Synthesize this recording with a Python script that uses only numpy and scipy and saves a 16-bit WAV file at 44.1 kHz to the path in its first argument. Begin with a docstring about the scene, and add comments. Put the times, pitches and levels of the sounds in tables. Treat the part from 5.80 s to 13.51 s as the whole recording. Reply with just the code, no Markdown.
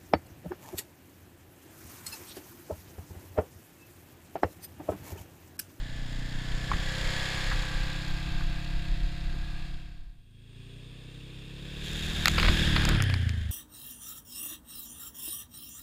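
"""A twin-cylinder buggy comes up a snowy trail, passes close to the microphone and drives off in buffeting wind.
The scene fades to a creek: the buggy approaches, revs through the water, spatters the camera and lifts off.
Each exhaust is one engine cycle repeated by the crankshaft; clatter is repeating patterns under a pulsing rasp.
The belt whistles, the wind is filtered noise, and water is random impacts, low noise and rising chirps.
Knocks, buffets and splats are short noise bursts; a thin whine and faint hiss lie underneath."""
import sys
import numpy as np
from scipy import signal
from scipy.fft import rfft, irfft, next_fast_len
from scipy.io import wavfile
from scipy.ndimage import uniform_filter1d, map_coordinates

SR = 44100
rng = np.random.default_rng(int(sys.argv[2]) if len(sys.argv) > 2 else 0)


def bounce(signal):
    """Save signal as a 16-bit WAV file at the path given by the first command-line argument."""
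    frames = np.transpose(np.atleast_2d(signal))
    limited = np.clip(frames, -1, 1)
    pcm = np.round(limited * 32767).astype(np.int16)
    wavfile.write(sys.argv[1], SR, pcm)


N = 340011
TIME = np.arange(N) / SR

# engine speed on the trail, four-stroke cycles: start_s [s], cycle_hz [cycles/s]
TRAIL_SPEED = [(0.1, 30.2), (0.52, 30.7), (1.07, 32.7), (1.5, 33.0), (1.84, 32.5), (2.59, 33.7),
               (2.7, 33.4), (3.05, 33.9), (4.3, 33.7)]
# loudness of the exhaust on the trail, holding up while the tailpipe turns to the microphone:
# start_s [s], level_db [dB]
TRAIL_EXHAUST = [(0.0, -44), (0.8, -38), (1.6, -39), (2.6, -38.5), (3.8, -44)]
# side that faces the microphone: start_s [s], aspect [0 nose, 1 flank, 2 tail]
ASPECT = [(0.45, 0.028), (1.2, 0.87), (1.7, 1.13), (2.55, 1.83)]
# the belt drive's song on the trail, sinking as the buggy goes by: start_s [s], pitch_hz [Hz]
TRAIL_BELT = [(0.699, 1727), (1.8, 1662), (2.5, 1610)]
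# engine speed at the creek before the run-down is taken off: start_s [s], cycle_hz [cycles/s]
CREEK_SPEED = [(4.4, 25.9), (5.1, 31.6), (5.57, 33.1), (5.8, 34.6), (6.3, 39.6), (6.46, 38.8), (6.74, 39.1),
               (6.94, 36.2), (7.14, 37.4)]
# loudness of the engine at the creek: start_s [s], exhaust_db [dB], clatter_db [dB]
CREEK_LEVEL = [(4.399, -44, -60), (4.85, -49, -56.5), (5.7, -46, -51), (6.2, -40, -39), (6.5, -36, -37),
               (6.8, -30, -30), (7.14, -26, -34.5), (7.28, -25, -37.5), (7.71, -31.5, -53.5)]
# stage of the crossing: start_s [s], stage [0 approaching, 1 pulling through the water, 2 throttle shut]
CROSSING = [(5.7, 0.23), (6.35, 0.86), (7.16, 1.42), (7.19, 2)]
# the belt drive's song at the creek, rising as the buggy gathers speed: start_s [s], pitch_hz [Hz]
CREEK_BELT = [(4.75, 1668), (5.2, 1756), (5.9, 1797)]
# exhaust note for each aspect and stage: order [multiple of the cycle rate], relative level_db [dB]
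NOSE_NOTE = [(1, -2.5), (2, -10), (3, -16.5), (4, -2.5), (5, -10), (6, -11), (7, -20.5), (8, -14), (9, -14),
             (10, -17.5)]
FLANK_NOTE = [(1,-9), (2,-5), (3,-5), (4,-2.5), (5,-5), (6,-11), (7,-28.5), (8,-21.5), (9,-14), (10,-16.5),
              (11,-21.5), (12,-26), (13,-28), (14,-44), (15,-23.5), (16,-13)]
TAIL_NOTE = [(1, -1.5), (2, -8), (3, -18.5), (4, -6.5), (5, -8), (6, -19.5), (7, -45), (8, -28.5), (9, -18),
             (10, -21.5), (11, -42), (12, -35), (13, -41), (14, -44), (15, -35), (16, -37), (17, -41),
             (18, -51), (19, -34.5), (20, -26.5), (21, -20.5), (22, -39.5)]
APPROACH_NOTE = [(1, 3.5), (2, -7), (3, -1), (4, 5.5), (5, -0.5), (6, -8.5), (7, -7.5), (8, -9), (9, -6.5),
                 (10, -12), (11, -38.5)]
PULL_NOTE = [(1, 0), (2, 0), (3, -14), (4, -1.5), (5, -4.5), (6, -9), (7, -34.5), (8, -10.5), (9, -11.5),
             (10, -34.5)]
COAST_NOTE = [(1, -15), (2, -13), (3, 2), (4, -3), (5, -11.5), (6, -32.5), (7, -23), (8, -16), (9, -20),
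              (10, -40)]
# clatter of valves, belt and gears for each aspect and stage: pitch_hz [Hz], relative level_db [dB per Hz]
NOSE = [(400, -3), (800, -1), (1100, -6), (1650, -3), (2100, -1), (2600, -6), (3100, 1), (3700, -1),
        (4200, -7), (5200, -8.5), (7200, -15.5), (9500, -23.5), (15000, -29)]
FLANK = [(400, -1), (800, -3), (1100, -2), (1650, -2), (2100, 1.5), (2600, -2.5), (3100, 1.5), (3700, -0.5),
         (4200, -3), (5200, -7), (7200, -14), (9500, -20), (15000, -30)]
TAIL = [(400, -19.5), (800, -3), (1100, -1.5), (1650, -4.5), (2100, -3.5), (2600, 3.5), (3100, -3),
        (3700, 2.5), (4200, -2.5), (5200, -9), (7200, -19.5), (9500, -24.5), (15000, -26.5)]
APPROACH = [(400, 4), (800, -16), (1100, -11.5), (1650, -22), (2100, -13), (2600, -2), (3100, -6),
            (3700, -4), (4200, -15.5), (5200, -18), (7200, -25.5), (9500, -29), (15000, -33)]
PULL = [(400,-6.5), (800,-8.5), (1100,-10.5), (1650,-1.5), (2100,-5), (2600,-1.5), (3100,-0.5), (3700,5.5),
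        (4200,-10), (5200,-8.5), (7200,-18), (9500,-21.5), (15000,-29)]
COAST = [(400, -4.5), (800, -13.5), (1100, -19), (1650, -1.5), (2100, -3), (2600, -11), (3100, 2.5),
         (3700, -12), (4200, -19), (5200, -15), (7200, -35), (9500, -23), (15000, -52)]
# water thrown by the tyres: start_s [s], spray_db [dB], low churn_db [dB], falling patter_db [dB]
WATER = [(5.85, -103, -70, -90), (6.05, -44.5, -46, -83), (6.3, -42.5, -36, -52), (6.52, -40, -34, -44),
         (6.66, -41, -26, -32.5), (6.8, -43.5, -30, -52), (7.1, -65, -30, -35.5), (7.3, -52.5, -39, -56),
         (7.7, -56, -47, -61.5)]
# spectra of the spray and the churning: pitch_hz [Hz], relative level_db [dB per Hz]
SPRAY_COLOUR = [(300, -19.5), (900, -35), (1700, -8.5), (3600, 7.5), (5000, -15), (5800, -2.5), (7200, -10),
                (8500, -12), (15000, -18.5)]
CHURN_COLOUR = [(15, 9), (40, 7), (85, 2.5), (180, -12), (350, -21), (700, -38), (1500, -64.5)]
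# water that hits the camera: start_s [s], level_db [dB], decay_s [s], treble tick_db [dB re the hit]
SPLATS = [(6.457, -12.5, 0.0014, -1.5), (6.4724, -17.5, 0.0012, -17), (6.481, -16.5, 0.0023, -1.5),
          (6.516, -36, 0.00058, 6), (6.580, -20, 0.0046, -24), (6.5988, -18, 0.0013, -16),
          (6.6278, -20.5, 0.0035, -26), (6.682, -21, 0.0048, -33), (6.962, -20, .0035, -24),
          (6.978, -28.5, 0.0023, -28), (7.02, -33, 0.0018, -4), (7.052, -24, 0.0017, 0.5),
          (7.0875, -23.5, 0.0018, -22), (7.091, -28, 0.0007, 8.5), (7.203, -24, 0.0014, -27),
          (7.223, -24.5, 0.00098, 2.5), (7.239, -37.5, .001, 4), (7.299, -29.5, 0.0022, -18),
          (7.3404, -24, 0.0012, -10.5), (7.493, -27.5, 0.00069, -6)]
# response of the camera housing to a splat and to its tick: pitch_hz [Hz], relative level_db [dB per Hz]
HOUSING = [(150, -30), (500, -6), (900, -6.5), (1350, 2), (1900, -2.5), (2400, 0.5), (3100, -6.5),
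           (4200, -6), (5000, -8.5), (5900, -45), (9000, -38)]
TICK = [(2500, -21), (4400, 6), (5800, -8), (7300, 2), (9000, -9.5), (12000, -6), (16000, -15)]
# knocks of the chassis: start_s [s], level_db [dB], pitch_hz [Hz], decay_s [s]
KNOCKS = [(0.9154, -21, 1080, 0.0029), (0.9333, -30, 1520, 0.0041), (1.711, -33.5, 1400, 0.011),
          (1.8338, -33.5, 1300, 0.0027), (2.607, -37.5, 1360, 0.0035), (2.8445, -46, 3352, 0.0038)]
# dull buffets on the camera: start_s [s], level_db [dB], decay_s [s]
BUFFETS = [(0.905, -29, 0.042), (1.669, -31.5, 0.017), (1.725, -26.5, 0.027), (2.47, -32, 0.03),
           (3.529, -35, 0.033), (6.597, -26.5, 0.015), (6.693, -13.5, 0.0065)]
# peaks and hollows the camera's case gives to the clatter and the spray: pitch_hz [Hz], width_hz [Hz],
# height_db [dB]
CASE = [(1370,170,-2.5),(1680,440,6),(2670,430,1),(3002,215,-4.5),(3290,270,2),(4580,820,2.5),(5860,500,-6.5),(6400,350,-2.5),(7060,1230,5.5),(8570,400,-3),(10830,660,3),(12200,1000,-2.5)]
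# slow rise and fall of wind on the microphone: start_s [s], level_db [dB]
WIND_LEVEL = [(0.0, -34), (1.0, -32), (2.8, -32), (4.3, -28.5)]
# spectrum of the wind: pitch_hz [Hz], relative level_db [dB per Hz]
WIND_COLOUR = [(8, -5), (16, -1), (36, -3.5), (55, -16), (80, -21), (130, -37.5), (300, -42), (700, -83)]

# the pass: moment of closest approach, gap to the microphone, ground speed
PASS_S, PASS_GAP_M, PASS_M_PER_S = 1.41, 1.234, 3.34
# clatter at the closest point, and its gain for each step of aspect from nose to tail
CLATTER_DB, REARWARD_DB = -35, 1.75
# the throttle shuts: moment, and cycles per second lost after one second
LIFT_S, RUN_DOWN_HZ = 7.165, 17.2
# fade from trail to creek: start, length, power of the ramp
FADE_S, FADE_LENGTH_S, FADE_POWER = 3.847, 0.97, 3.16
# gusts: rms depth, and roughly how many per second
GUST_DB, GUSTS_PER_S = 1.6, 7.8
CUT_OFF_HZ = 15450  # top of the recorder's band


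def trail_pass(belt_db=-10, belt_octave_db=-18):
    """The buggy rolls by at a steady pace; its clatter and belt fall off with distance from the microphone."""
    (cycle_hz,), (pipe_db,) = curves(TRAIL_SPEED), curves(TRAIL_EXHAUST)
    (aspect,), (belt_hz,) = curves(ASPECT), curves(TRAIL_BELT)
    distance_m = np.hypot(PASS_GAP_M, PASS_M_PER_S * (TIME - PASS_S))
    distance_db = 20 * np.log10(PASS_GAP_M / distance_m)
    casing_db = CLATTER_DB + distance_db + REARWARD_DB * (aspect - 1)
    motor = engine(cycle_hz, pipe_db, casing_db, aspect, [NOSE_NOTE, FLANK_NOTE, TAIL_NOTE], [NOSE, FLANK, TAIL],
                   uneven=0.1, jitter=0.0012, smear=0.1377, repeat_hz=2600, throb=0.14, grain_db=0.9)
    # here the belt levels are relative to the clatter
    return motor + belt(belt_hz, casing_db + belt_db, casing_db + belt_octave_db)


def creek_crossing(belt_db=-76, belt_octave_db=-65):
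    """The buggy gathers speed, pulls through the water and runs down, fast at first, when the throttle shuts."""
    (cycle_hz,), (pipe_db, casing_db) = curves(CREEK_SPEED), curves(CREEK_LEVEL)
    (stage,), (belt_hz,) = curves(CROSSING), curves(CREEK_BELT)
    cycle_hz = cycle_hz - RUN_DOWN_HZ * np.sqrt(np.maximum(TIME - LIFT_S, 0))
    notes = [APPROACH_NOTE, PULL_NOTE, COAST_NOTE]
    motor = engine(cycle_hz, pipe_db, casing_db, stage, notes, [APPROACH, PULL, COAST],
                   uneven=0.17, jitter=0.0025, smear=0.1217, repeat_hz=620, throb=0.075, grain_db=0.7)
    return motor + belt(belt_hz, belt_db, belt_octave_db)


def engine(cycle_hz, pipe_db, casing_db, stage, notes, casings, uneven, jitter, smear, repeat_hz, throb, grain_db):
    """Exhaust and clatter driven by one crankshaft, with random wander in its timing and in the exhaust strength."""
    turns = np.cumsum(cycle_hz) / SR + jitter * drift(30)  # counted in engine cycles
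    steady_pipe = blend(stage, [exhaust(turns, note, smear) for note in notes])
    pipe = steady_pipe * (1 + uneven * drift(70))
    drive = through_case(machinery(turns, repeat_hz, throb, grain_db))
    clatter = blend(stage, [colour(drive, casing) for casing in casings])
    return amp(pipe_db) * pipe + amp(casing_db) * clatter


def exhaust(turns, note, smear, order=9):
    """One cycle's blow ringing down the pipe; the silencer holds back low orders, higher ones are scattered."""
    size = 2 ** 10
    k = np.arange(size // 2 + 1)
    db = np.r_[-20, np.transpose(note)[1]]
    beyond_table = np.clip(k - len(db) + 1, 0, 10)  # steep fall past the last listed order
    log_gain = np.log(amp(np.interp(k, np.arange(len(db)), db))) - beyond_table
    # minimum phase: the pipe rings only after the blow
    mirrored = np.r_[log_gain, log_gain[-2:0:-1]]
    causal = np.exp(np.conj(signal.hilbert(mirrored)))[:len(k)]
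    phase = np.where(k <= order, smear * k ** 2, 2 * np.pi * rng.random(len(k)))
    orders = causal * np.exp(1j * phase) * (k > 0)
    firing = np.linalg.norm(orders[3:7])
    cycle = irfft(orders) * size / np.sqrt(2) / firing  # the firing orders have rms 1
    return np.interp(turns % 1, np.arange(size) / size, cycle, period=1)


def machinery(turns, repeat_hz, throb, grain_db, lines_db=4.5, paths_per_s=2.5, repeat_share=0.69, count=3):
    """Clatter: patterns repeat with each cycle and reach the ear by changing paths, under a pulsing rasp."""
    size, repeating = 2 ** 12, np.zeros(N)
    for _ in range(count):
        heights = amp(lines_db * np.clip(rng.standard_normal(size // 8), -2, 2))
        pattern = irfft(heights * np.exp(2j * np.pi * rng.random(size // 8)), size)
        repeating += drift(paths_per_s) * pattern[(turns % 1 * size).astype(int)]
    # the lines shift, the power holds
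    power = abs(uniform_filter1d(repeating ** 2, SR // 30))
    repeating /= np.sqrt(power + 1e-12)
    pulsing = 1 + throb * (np.cos(4 * np.pi * turns) + np.cos(2 * np.pi * turns))
    rasp = unit(rng.standard_normal(N) * pulsing * amp(grain_db * drift(350)))
    # the repeating share of the power shrinks above repeat_hz, leaving rasp
    share = repeat_share / (1 + (np.fft.rfftfreq(N, 1 / SR) / repeat_hz) ** 2)
    return irfft(rfft(repeating) * np.sqrt(share) + rfft(rasp) * np.sqrt(1 - share), N)


def belt(hz, db, octave_db, flutter_per_s=130, waver_hz=20):
    """The belt drive's fuzzy whistle and its octave, fluttering in strength and wavering in pitch."""
    angle = 2 * np.pi * np.cumsum(hz + waver_hz * drift(30)) / SR

    def fuzzy(k):
        """Harmonic k with two randomly drifting quadratures."""
        in_phase = drift(k * flutter_per_s) * np.cos(k * angle)
        return unit(in_phase + drift(k * flutter_per_s) * np.sin(k * angle))

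    return amp(db) * fuzzy(1) + amp(octave_db) * fuzzy(2)


def water(bubble_db=-5):
    """Tyres churn the creek and fling fine spray; heavier drops patter back and trap bubbles."""
    spray_db, churn_db, patter_db = curves(WATER)
    spray = colour(through_case(droplets(per_s=1700, spread_db=4.0)), SPRAY_COLOUR)
    churn = colour(rng.standard_normal(N), CHURN_COLOUR)
    patter = colour(droplets(per_s=600, spread_db=3.5), HOUSING) + amp(bubble_db) * bubbles()
    return amp(spray_db) * spray + amp(churn_db) * churn + amp(patter_db) * patter


def droplets(per_s, spread_db):
    """A random train of impacts of very unequal size."""
    sizes = amp(spread_db * np.minimum(rng.exponential(1, N), 4))
    return (rng.random(N) < per_s / SR) * rng.choice([-1, 1], N) * sizes


def bubbles(per_s=130, cycles=7, count=24):
    """Air pockets in the churned water: short rising chirps at many pitches."""
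    t, out = np.arange(SR // 16) / SR, np.zeros(N)
    for hz in np.geomspace(350, 1600, count):
        chirp = np.sin(2 * np.pi * hz * t * (1 + 4 * t)) * np.exp(-t * hz / cycles)
        for chance in rng.random(rng.poisson(per_s * N / SR / count)):
            add(out, chance * N / SR, chirp)
    return unit(out)


def blows():
    """Everything that strikes close at hand: water on the camera, chassis knocks and dull buffets."""
    out = np.zeros(N)
    add_splats(out)
    add_knocks(out)
    add_buffets(out)
    return out


def add_splats(out, slap_cycles=1.05):
    """Water slaps the camera housing with a treble tick; the shorter a slap, the less bass it has."""
    for s, db, decay_s, tick_db in SPLATS:
        slap, tick = colour(short_noise(), HOUSING), colour(short_noise(), TICK)
        slap = band(slap, min(slap_cycles / decay_s, SR / 10), CUT_OFF_HZ)
        add(out, s, amp(db) * (burst(slap, decay_s) + amp(tick_db) * burst(tick, decay_s / 2)))


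def add_knocks(out):
    """Chassis knocks: brief bursts of noise in a band around each pitch."""
    for s, db, hz, decay_s in KNOCKS:
        add(out, s, amp(db) * burst(band(short_noise(), hz / 1.47, hz * 1.33), decay_s))


def add_buffets(out):
    """Wind buffets: brief bursts of low noise."""
    for s, db, decay_s in BUFFETS:
        add(out, s, amp(db) * burst(colour(short_noise(), CHURN_COLOUR), decay_s))


def short_noise():
    """A quarter second of white noise."""
    return rng.standard_normal(SR // 4)


def burst(noise, decay_s, rise=0.45):
    """Shapes noise into a blow: quick rise, exponential fall, rms 1 at its crest."""
    u = np.arange(len(noise)) / SR / decay_s
    shape = (1 - np.exp(-u / rise)) * np.exp(-u)
    return unit(shape * noise) * np.sqrt(np.mean(shape ** 2)) / shape.max()


def through_case(x):
    """Lays the peaks and hollows of the camera's case on a sound."""
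    hz = np.fft.rfftfreq(N, 1 / SR)
    db = sum(height * 2 ** (-(2 * (hz - centre) / width) ** 2) for centre, width, height in CASE)
    return irfft(rfft(x) * amp(db), N)


def wind():
    """Lumpy low turbulence at the microphone on the open trail, swelling in random gusts."""
    level_db, = curves(WIND_LEVEL)
    return amp(level_db + GUST_DB * drift(GUSTS_PER_S)) * colour(rng.standard_normal(N), WIND_COLOUR)


def whine(hz=8631, line_db=-75, halo_db=-82):
    """A thin steady whine in a narrow band of hiss."""
    line = np.sqrt(2) * np.sin(2 * np.pi * hz * TIME)
    halo = unit(band(rng.standard_normal(N), 8400, 8720))
    return amp(line_db) * line + amp(halo_db) * halo


def hiss(db=-80):
    """The microphone's own faint hiss: white noise."""
    return amp(db) * rng.standard_normal(N)


def amp(db):
    """Decibels to gain."""
    return 10 ** (np.asarray(db) / 20)


def unit(x):
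    """Scales to rms 1."""
    return x / np.sqrt(np.mean(x ** 2) + 1e-20)


def curves(rows):
    """Each column of a table, after its times, as a curve over time."""
    s, *columns = np.transpose(rows)
    return [np.interp(TIME, s, c) for c in columns]


def add(mix, s, sound):
    """Mixes a sound in at time s."""
    part = mix[round(s * SR):][:len(sound)]
    part += sound[:len(part)]


def gains(points, hz):
    """A spectrum table read on a log-frequency axis, falling steeply below its first point."""
    f, db = np.transpose(points)
    return amp(np.interp(np.log(hz + 1), np.log(f + 1), db)) * np.minimum(hz / f[0], 1) ** 2


def colour(x, points):
    """Filters x by a spectrum table; rms 1."""
    size = next_fast_len(len(x))
    spectrum = rfft(x, size) * gains(points, np.fft.rfftfreq(size, 1 / SR))
    return unit(irfft(spectrum, size)[:len(x)])


def band(x, lo_hz, hi_hz):
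    """A gentle band-pass."""
    edges = [lo_hz, min(hi_hz, SR / 2 - 1)]
    return signal.sosfilt(signal.butter(2, edges, "band", fs=SR, output="sos"), x)


def drift(per_s, size=8):
    """Smooth chance of rms 1 that changes about per_s times a second."""
    coarse = TIME[::size]  # worked out on every eighth sample
    points = rng.standard_normal(2 ** 12)
    smooth = map_coordinates(points, [coarse * per_s], order=3, mode="wrap")
    return unit(np.interp(TIME, coarse, smooth))


def blend(stage, sounds):
    """Cross-fades through a list of sounds as stage runs 0, 1, 2."""
    return sum(np.clip(1 - abs(stage - k), 0, 1) * sound for k, sound in enumerate(sounds))


def cross_fade():
    """Gains of the trail scene and of the creek scene over time."""
    ramp = np.clip((TIME - FADE_S) / FADE_LENGTH_S, 0, 1)
    return (1 - ramp) ** FADE_POWER, ramp ** FADE_POWER


def scene():
    """The trail fades into the creek, both heard at one microphone."""
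    trail, creek = cross_fade()
    on_trail = trail * (trail_pass() + wind())
    at_creek = creek * (creek_crossing() + water())
    background = (trail + creek) * whine() + hiss()
    return (on_trail + at_creek + blows() + background)[None]


def record(dry):
    """The recorder's band limit: a low-pass filter."""
    low_pass = signal.firwin(301, CUT_OFF_HZ, window=("kaiser", 8), fs=SR)
    return signal.oaconvolve(dry, low_pass[None], "same")


dry = scene()
out = record(dry)
bounce(out)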